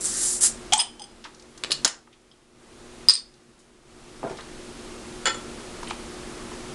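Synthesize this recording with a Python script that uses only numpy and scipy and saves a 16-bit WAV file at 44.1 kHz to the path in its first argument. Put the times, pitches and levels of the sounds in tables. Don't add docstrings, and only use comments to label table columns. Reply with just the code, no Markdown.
import sys
import numpy as np
from scipy import signal
from scipy.fft import rfft, irfft, next_fast_len
from scipy.io import wavfile
from scipy.ndimage import uniform_filter1d

SR = 44100
rng = np.random.default_rng(int(sys.argv[2]) if len(sys.argv) > 2 else 0)


def pcm_store(signal):
    levels = np.round(np.clip(np.atleast_2d(signal), -1, 1) * 32767)
    wavfile.write(sys.argv[1], SR, levels.astype(np.int16).T)


def ratio_of_db(decibels):
    return 10 ** (np.asarray(decibels, float) / 20)


N = 297366

# (time [s], level [dB])
LEAK = [(0, -55), (.01, -27.5), (.039, -29), (.043, -21), (.102, -24.5), (.2, -22), (.238, -19),
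        (.356, -27.5), (.39, -37)]
# (time [s], level [dB])
BURST = [(.401, -44), (0.41, -19), (.437, -11.5), (.47, -15), (.51, -41), (.54, -68)]
# (frequency [Hz], density [dB per Hz])
GAS_COLOUR = [(410, -54.5), (700, -24), (1780, -18.5), (2520, -23.5), (5010, -11), (5360, -13), (6420, -10),
              (6870, -10.5), (7350, -9.5), (10300, -5.5), (13400, -33), (22000, -120)]
# (frequency [Hz], width [Hz], level over the jet [dB])
NECK_PIPE = [(1682, 350, 3), (5000, 170, 1.5), (5740, 210, 5), (6430, 250, 3.5), (7335, 380, 9.5),
             (8170, 350, 4), (8940, 200, 5), (9670, 220, 2.5), (10440, 290, 9), (11570, 160, 2)]
LEAK_TILT_DB, LEAK_DULLEST_S, LEAK_BRIGHTENS_DB_PER_S = -1.5, 0.14, 27.5
BURST_TILT_DB = 1.5

# (time [s], first pitch [Hz], last pitch [Hz], level [dB], hold [s])
POP = [
    (0.725, 735, 863, -17.5, 0.016),
    (0.776, 1030, 890, -32, 0.023),
    (1.001, 859, 806, -40, 0.019),
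]
POP_ATTACK_S, POP_FALL_DB_PER_S = 0.0052, 941.5

# (time [s], peak [dB], contact [ms], ring over crack [dB], tilt [dB per octave])
LEVER_CONTACTS = [(.7232, -11, 9.3, -8, 0.5), (.7258, -9.5, 4.3, 8.5, -5), (.7328, -9, 3.64, -21, 1),
                  (.7355, -4, 1.6, -9, 2.5), (.7474, -26, 3.4, -17, 13), (.7775, -16, 3.5, 1, 19),
                  (.8005, -14.5, 2.8, 15, -8)]
PRISE_CONTACTS = [(.7895, -15.5, 8.4, -4, -0.5), (.7945, -18, 12, 4, 4), (.8005, -9.5, 4.9, 12, 9),
                  (.8074, -18, 2.1, -3, 5), (.815, -15, 2.4, -9, 0)]
SETTLE_CONTACTS = [(.9957, -30.5, 2.8, 2, -0.5), (1.019, -27.5, 2, 10, 2.5), (1.0394, -31.5, 3.4, 8, 1)]
OPENER_CONTACTS = [(1.5765, -26.5, 4.3, -23, 3), (1.6368, -12, 2, -11.5, -0.7),
                   (1.6465, -16, 0.59, -11, -4.5), (1.701, -27, 23, -11, -8.5),
                   (1.7085, -20.5, 5.4, 2, 2.5), (1.7178, 2.5, 0.65, -28, 4), (1.7205, -5, 1.9, -8, 12.5),
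                   (1.7265, -10.5, 3.1, -29.5, 5), (1.7415, -40.5, 1.4, -6, 5),
                   (1.8472, 1.5, 1.2, -36, 2.5), (1.850, 3.5, 2.3, -26, 5.5), (1.853, -7.5, 2.3, -37.5, -2),
                   (1.8605, -11, 1.4, -29, -3.5), (1.8765, -11, 2, -5, 6.5)]
CAP_CONTACTS = [(3.0856, 1.5, .05, 22, -6), (3.0957, -1.5, .05, 18, -2), (3.1046, -6, .05, 16, -3),
                (3.1114, -15, .3, 9, 3), (3.1368, -11, .08, 3, 12), (3.1528, -14, .08, 5, 8),
                (3.1604, -21, .1, 4, 3), (3.168, -24, .1, 4, 0), (3.1774, -26, .1, 5, 0),
                (3.19, -28, .1, 16, 4)]
DRAG_CONTACTS = [(4.2305, -20.5, 3.3, -6, 1), (4.2395, -19.5, 4.7, -10, -3), (4.246, -20.5, 2.7, -2, -7),
                 (4.258, -23, 6.2, -18, -3.5), (4.271, -26.5, 7.9, -1, 2.5), (4.298, -32, 6.1, -8, 2),
                 (4.307, -29, 4.6, -2, -11), (4.329, -34, 6.9, -10, -8)]
CLINK_CONTACTS = [(5.2558, -9, 2.5, 5, 0), (5.263, -11.5, 3.2, 1, -1), (5.269, -9.5, 3.8, 3, 0),
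                  (5.2745, -11, 4, 1, -1), (5.281, -15, 4.6, 2, -2), (5.293, -19, 5, 6, -1),
                  (5.3445, -23, 6, 8, -2)]

# (frequency [Hz], level [dB], t60 [s])
LEVER_MODES = [(2450, -13, .05), (3050, -5, .12), (3163, 0, .05), (3280, -4, .11), (5529, -9, .05),
               (5850, -12, .05), (6450, -12, .05), (7400, -12, .04), (8250, -11, .08)]
CAP_ON_NECK_MODES = [(3075, -1, .4), (3340, -8, .15), (2466, -16, .2), (4790, -17, .15), (4990, -9, .13),
                     (5400, -18, .14), (6440, -18, .08), (8240, -20, .2), (8535, -5, .12), (8915, -2, .2),
                     (9216, -6, .14), (9600, -13, .15), (9880, -18, .13), (10300, -20, .04)]
FREE_CAP_MODES = [(3100, -5, .14), (3400, -6, .04), (4790, -12, .12), (4990, 0, .2), (6200, -6, .06),
                  (8300, -8, .1), (8800, -6, .1), (9250, -9, .08)]
OPENER_MODES = [(1200, -14, .1), (1700, -13, .1), (4350, -10, .06), (5150, -11, .07), (6800, -18, .07),
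                (3200, -10, .08), (9950, -14, .08)]
CAP_MODES = [(3560, -34, .2), (4070, -26, .22), (4370, -28, .2), (4580, -19, .22), (4956, 0, .15),
             (4935, -15, .3), (5064, -15, .33), (7275, -29, .2), (8270, -18, .14), (8672, -14, .24),
             (8750, -13, .08), (8850, -23, .15), (10180, -30, .12), (11870, -27, .14)]
TABLE_MODES = [(402, -6, 0.39), (506, -37, 4.15), (649, -1, 0.33), (723, -2, 0.16), (960, -3, 0.3),
               (1136, -18, 0.16), (1450, -2, 0.19), (1610, -35, 5.0)]
GLASS_MODES = [(554, -8, .45), (1352, -1, .6), (1520, -8, .2), (1815, -9, .3), (2094, -10, .3),
               (2509, -9, .3), (2993, -3, .35), (3284, -3, .25), (3430, 2, .33), (4274, -6, .25),
               (4592, -7, .5), (5120, -6, .25), (7144, 2, .16), (8075, -11, .25), (9350, -13, 0.08),
               (1050, -7, 0.15)]

# (frequency [Hz], density [dB per Hz])
PRISE_CRACK = [(240, -57), (400, -33), (811, -8), (1540, -16.5), (2870, -19.5), (3200, 1), (4030, -14.5),
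               (8400, -18), (10300, -50.5), (13400, -57), (22000, -120)]
OPENER_CRACK = [(88, -63), (150, -22.5), (509, -8.5), (596, -12), (1660, -8), (2500, -15.5), (4410, -4.5),
                (7100, -7.5), (10300, -16.5), (13400, -44), (22000, -120)]
CAP_CRACK = [(300, -65), (700, -27), (1200, -22.5), (2500, -21.5), (4700, 16), (7000, 9.5), (9000, -8.5)]
TABLE_CRACK = [(71, -74), (120, -13.5), (459, -5), (637, -5), (781, -6), (987, -6.5), (2090, -33),
               (5000, -50), (6500, -70), (11000, -120)]
GLASS_CRACK = [(180, -59), (300, -9), (937, -11), (1380, 10), (2310, -3.5), (3350, -8), (5620, -4),
               (7220, -5), (10300, -14), (13400, -59), (22000, -120)]

# (time [s], peak [dB], centre [Hz])
TICKS = [(1.3467, -38, 5630), (1.397, -37.5, 4840), (1.424, -39, 5000), (1.637, -13.5, 3060),
         (1.645, -22.5, 2550), (1.707, -15, 3550), (2.074, -43, 1070), (3.34, -45, 5000),
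         (4.4078, -33.5, 3180), (5.8298, -24.5, 1050), (5.831, -34, 5350), (5.845, -31, 4200),
         (5.899, -30, 2800), (5.888, -41, 3300), (5.908, -23.5, 2500), (5.9078, -20.5, 900),
         (6.5175, -30, 1020)]
# (time [s], peak [dB], centre [Hz])
TINKS = [(0.056, -19, 8600), (1.7175, -16.5, 4140), (2.313, -50.5, 5000), (2.3136, -45, 3280),
         (5.882, -33, 8900)]
# (time [s], peak [dB], pitch [Hz])
GLUGS = [(6.395, -39, 1150)]
# (time [s], peak [dB], centre [Hz], length [ms])
RUBS = [(.0415, -34, 6100, 8.7), (1.2405, -30.5, 2700, 19), (1.251, -29.5, 1070, 11),
        (2.128, -45, 2460, 16), (3.15, -29, 3760, 44), (3.09, -23.5, 1160, 16), (3.099, -17, 4200, 24),
        (1.862, -25, 1500, 15), (3.59, -50, 5960, 32), (4.229, -44, 1500, 25), (4.295, -39, 1600, 20),
        (4.296, -39.5, 4800, 18), (4.372, -35.5, 3600, 15), (4.386, -30.5, 1060, 19),
        (4.396, -40, 1200, 12), (.733, -5, 6570, 4.2), (5.265, -20, 1900, 18), (4.315, -30.5, 600, 18),
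        (5.258, -23, 2800, 34), (5.872, -29, 2530, 20), (5.903, -30, 4530, 8)]
# (time [s], peak [dB],
# frequency [Hz], contact [ms], sharpness [Q])
PINGS = [(.7915, -15.5, 5030, 5.5, 41), (3.098, -17.5, 4576, 14, 30), (3.11, -27, 4070, 23, 38),
         (3.155, -27, 4500, 29, 24), (3.165, -35, 3600, 16, 19), (1.8476, -8, 7050, 2.7, 8.6),
         (1.848, -12, 5250, 3.5, 14), (1.848, -19.5, 1500, 4, 3.6), (1.8605, -21, 3650, 2.6, 4.1),
         (1.876, -31, 4900, 2.96, 10), (1.7178, -13, 2950, 1.2, 4), (.7785, -17, 8400, 5, 13),
         (1.7185, -10.5, 4580, 5.3, 5.8), (1.737, -29.5, 4500, 3, 6), (0.056, -10, 7800, .6, 3),
         (4.3075, -26, 328, 3.3, 2.3), (4.259, -26.5, 470, 4, 3.5)]
TICK_MS, TINK_MS, GLUG_MS = 3.7, 10, 11
TICK_Q, TINK_Q, GLUG_Q, RUB_Q = 1.53, 7.1, 14, 0.91

# (time [s], bubble rate [per s], level [dB])
POUR = [
    (5.95, 270, -66),
    (6.1, 480, -62),
    (6.4, 290, -57),
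    (6.74, 170, -67),
]

# (frequency [Hz], t60 [s])
ROOM = [(200, 0.29), (1000, 0.33), (4000, 0.23), (8000, 0.24), (12000, 0.061)]
# (frequency [Hz], density [dB per Hz])
HISS = [(180, -31.5), (300, -2.5), (358, -6), (409, -26), (519, -16), (1210, -11.5), (1670, -15.5),
        (9710, -22.5), (10300, -19), (13400, -51.5), (22000, -120)]
# (frequency [Hz], density [dB per Hz])
RUMBLE = [(8.8, -37.5), (15, 9), (91, -4), (134, -9), (168, -7), (233, 3), (267, -14), (363, -0.5),
          (511, -5.5), (900, -13.5), (1170, -49.5), (1980, -120)]
# (frequency [Hz], level over hiss [dB])
HUM = [(120, -12), (240, 2), (360, 4)]
# (frequency [Hz], width [Hz], level over hiss [dB])
FAN = [(138, 14, -4.5), (232.7, 7.7, -5.5), (313, 12, -5), (379, 19, -16.5), (445, 10, -11.5)]
HISS_DB, RUMBLE_OVER_DB = -49.5, 2
# (time [s], depth [dB], hold [s])
DUCKS = [
    (-.6, 3.5, 1.6),
    (.73, 12.5, 0.81),
    (1.85, 19.5, 0.68),
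    (3.09, 17.5, 0.73),
]
SINK_S, RECOVER_S = 0.021, 0.14
CREEP_S, CREEP_SHARE = 0.69, 0.63

TOP_HZ = 10300


def gas():
    t = np.arange(N) / SR
    level_db, = in_time(LEAK + BURST + [(.7, -120)])
    leak_tilt_db = LEAK_TILT_DB + LEAK_BRIGHTENS_DB_PER_S * np.abs(t - LEAK_DULLEST_S)
    tilt_db = np.where(t < BURST[0][0], leak_tilt_db, BURST_TILT_DB)
    jet = coloured(GAS_COLOUR)
    for hz, width_hz, db in NECK_PIPE:
        jet = jet + (ratio_of_db(db) - 1) * resonate(jet, hz, width_hz)
    jet = rms_one(jet)
    dull = signal.sosfilt(signal.butter(2, 7500, fs=SR, output="sos"), jet)
    bright = jet - dull
    sputter_db = 0.78 * rms_one(uniform_filter1d(rng.standard_normal(N), size=150))
    return ratio_of_db(level_db + sputter_db) * (ratio_of_db(-tilt_db) * dull + ratio_of_db(tilt_db) * bright)


def pop():
    wobble_db = 2.5 * rms_one(uniform_filter1d(rng.standard_normal(N), size=300))
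    out = 0
    for s, first_hz, last_hz, level_db, hold_s in POP:
        hz, = in_time([(s, first_hz), (s + hold_s, last_hz)])
        tone = np.sin(2 * np.pi * np.cumsum(hz) / SR)
        out = out + ratio_of_db(level_db + swell_db(s, POP_ATTACK_S, hold_s, POP_FALL_DB_PER_S)) * tone
    return ratio_of_db(wobble_db) * out


def swell_db(s, attack_s, hold_s, fall_db_per_s):
    t = np.arange(N) / SR - s
    return np.clip(np.minimum(30 * t / attack_s, -fall_db_per_s * (t - hold_s)), -150, 0)


def cap_levered():
    out = strike(LEVER_CONTACTS, LEVER_MODES, PRISE_CRACK, damping=.85, split=0.003, choke_db=6)
    out += strike(PRISE_CONTACTS, CAP_ON_NECK_MODES, PRISE_CRACK, damping=0.78, split=0.003)
    out += strike(SETTLE_CONTACTS, FREE_CAP_MODES, PRISE_CRACK, damping=1, split=.004, choke_db=3)
    return out


def opener_lands():
    return strike(OPENER_CONTACTS, OPENER_MODES, OPENER_CRACK, damping=.22, split=.022)


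def cap_lands():
    return strike(CAP_CONTACTS, CAP_MODES, CAP_CRACK, damping=1, split=.0003, choke_db=13)


def glass_dragged():
    return strike(DRAG_CONTACTS, TABLE_MODES, TABLE_CRACK, damping=0.6, split=0.059)


def glass_clinks():
    return strike(CLINK_CONTACTS, GLASS_MODES, GLASS_CRACK, damping=0.56, split=0.003, choke_db=4)


def strike(contacts, modes, crack, damping, split, choke_db=0):
    out, t = np.zeros(N + SR), np.arange(SR // 3) / SR
    hz, level_db, t60_s = np.repeat(np.transpose(modes), 3, axis=1)[:, :, None]
    decays = ratio_of_db(-60 * t / (damping * t60_s))
    no_lows = signal.butter(2, 0.82 * hz.min(), "high", fs=SR, output="sos")
    grid_hz = np.linspace(0, SR / 2, 1025)
    gaps_s = np.diff([row[0] for row in contacts], append=np.inf)
    for gap_s, (s, peak_db, ms, ring_db, tilt_db) in zip(gaps_s, contacts):
        force = rough_force(ms)
        strengths = ratio_of_db(level_db + tilt_db * np.log2(hz / 3000) + rng.normal(0, 2, hz.shape))
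        strengths /= np.abs(rfft(force))[(hz * len(force) / SR).astype(int)]
        split_hz = hz * (1 + split * rng.standard_normal(hz.shape))
        rings = strengths * decays * np.sin(2 * np.pi * split_hz * t)
        body = signal.fftconvolve(force, signal.sosfilt(no_lows, rings.sum(0)))
        crack_db = at_hz(crack, grid_hz) + tilt_db * np.log2((grid_hz + 100) / 3000)
        snap = signal.fftconvolve(force, causal_click(crack_db))
        body *= ratio_of_db(ring_db) / np.abs(body).max()
        toward_next = np.clip(np.arange(len(body)) / (gap_s * SR), 0, 1)
        body *= ratio_of_db(-choke_db * toward_next ** 3)
        body[:len(snap)] += snap / np.abs(snap).max()
        add(out, s, peak_db, body)
    return out[:N]


def rough_force(ms):
    t_ms = np.arange(4096) * 1000 / SR
    force = rng.standard_normal(len(t_ms)) * np.exp(-t_ms / np.clip(ms, .05, 30))
    force[0] = 3
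    return force


def causal_click(db):
    cepstrum = irfft(db * np.log(10) / 20)
    half = len(cepstrum) // 2
    cepstrum[1:half] *= 2
    return irfft(np.exp(rfft(cepstrum[:half + 1], 2 * half)))


def touches():
    out = np.zeros(N + SR)
    rows = [(*row, TICK_MS, TICK_Q) for row in TICKS]
    rows += [(*row, TINK_MS, TINK_Q) for row in TINKS]
    rows += [(*row, GLUG_MS, GLUG_Q) for row in GLUGS]
    rows += [(*row, RUB_Q) for row in RUBS] + PINGS
    for s, peak_db, hz, ms, q in rows:
        once = resonate(rough_force(ms), hz, hz / q)
        add(out, s, peak_db, resonate(once, hz, hz / q))
    return out[:N]


def pour():
    per_s, level_db = in_time([(0, 0, -120), (5.9, 0, -120)] + POUR)
    sizes = ratio_of_db(4.0 * np.minimum(rng.exponential(1, N), 4)) * (rng.random(N) < per_s / SR)
    pitch_index = rng.integers(0, 16, N)
    rings = 0
    for k, hz in enumerate(np.geomspace(250, 1800, 16)):
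        rings = rings + resonate(sizes * (pitch_index == k) + 1e-18, hz, hz / 9)
    return ratio_of_db(level_db) * rings / np.std(rings[6 * SR:])


def room(x):
    t, tail = np.arange(SR // 2) / SR, 0
    for low_hz in 100 * 2 ** np.arange(0, 7.5, .5):
        half_octave = signal.butter(2, [low_hz, low_hz * 2 ** .5], "band", fs=SR, output="sos")
        band = signal.sosfilt(half_octave, rng.standard_normal(len(t)))
        tail = tail + band * ratio_of_db(-60 * t / at_hz(ROOM, low_hz * 1.27))
    tail *= np.clip(t / 0.003, 0, 1)
    return signal.fftconvolve(x, tail / np.sqrt(np.sum(tail ** 2)))[:N]


def background():
    white, t = rng.standard_normal(N), np.arange(N) / SR
    drone = sum(ratio_of_db(db) * rms_one(resonate(white, hz, width_hz)) for hz, width_hz, db in FAN)
    hum = sum(ratio_of_db(db) * np.sin(2 * np.pi * hz * t) for hz, db in HUM)
    gain = ratio_of_db(HISS_DB + auto_gain_db())
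    hiss = ratio_of_db(10.5) * coloured(HISS)
    lows = ratio_of_db(6.0) * coloured(RUMBLE) + drone + hum
    return gain * (hiss + ratio_of_db(RUMBLE_OVER_DB) * lows)


def auto_gain_db():
    s, depth_db, hold_s = np.transpose(DUCKS)[:, :, None]
    since_s = np.clip(np.arange(N) / SR - s, 0, None)
    free_s = np.clip(since_s - hold_s, 0, None)
    left = (1 - CREEP_SHARE) * np.exp(-free_s / RECOVER_S) + CREEP_SHARE * np.exp(-free_s / CREEP_S)
    return -np.max(depth_db * (1 - np.exp(-since_s / SINK_S)) * left, axis=0)


def in_time(rows):
    s, *columns = np.transpose(rows)
    return [np.interp(np.arange(N) / SR, s, c) for c in columns]


def at_hz(points, hz):
    point_hz, value = np.transpose(points)
    return np.interp(np.log(np.clip(hz, 1, TOP_HZ)), np.log(point_hz), value)


def rms_one(x):
    return x / np.sqrt(np.mean(x ** 2) + 1e-20)


def coloured(spectrum):
    white = rfft(rng.standard_normal(next_fast_len(N)))
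    hz = np.linspace(0, SR / 2, len(white))
    return rms_one(irfft(white * ratio_of_db(at_hz(spectrum, hz)))[:N])


def resonate(x, hz, width_hz):
    r = np.exp(-np.pi * width_hz / SR)
    poles = [1, -2 * r * np.cos(2 * np.pi * hz / SR), r * r]
    return signal.lfilter([(1 - r * r) / 2, 0, (r * r - 1) / 2], poles, x)


def add(out, s, peak_db, sound):
    out[round(s * SR):][:len(sound)] += ratio_of_db(peak_db) * sound / np.abs(sound).max()


def scene():
    near = gas() + pop() + pour() + touches()
    near += cap_levered() + opener_lands() + glass_dragged() + glass_clinks()
    near = near / (1 + np.abs(near / .66) ** 8) ** (1 / 8)
    cap = cap_lands()
    wet = room(near + ratio_of_db(-7) * cap)
    return (near + cap + ratio_of_db(-10.0) * wet + background())[None]


def roll_off(x):
    return signal.sosfilt(signal.butter(12, 16770, fs=SR, output="sos"), x)


def record(dry):
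    main = signal.sosfilt(signal.cheby2(9, 40, 11300, fs=SR, output="sos"), dry)
    top = signal.sosfilt(signal.butter(2, [10900, 11850], "band", fs=SR, output="sos"), dry)
    x = signal.sosfilt(signal.ellip(10, .5, 60, 12380, fs=SR, output="sos"), main + ratio_of_db(-17) * top)
    x = x / (1 + np.abs(x / .79) ** 60) ** (1 / 60)
    x = signal.sosfilt(signal.ellip(8, .5, 70, 16600, fs=SR, output="sos"), x)
    return roll_off(x)


dry = scene()
out = record(dry)
pcm_store(out)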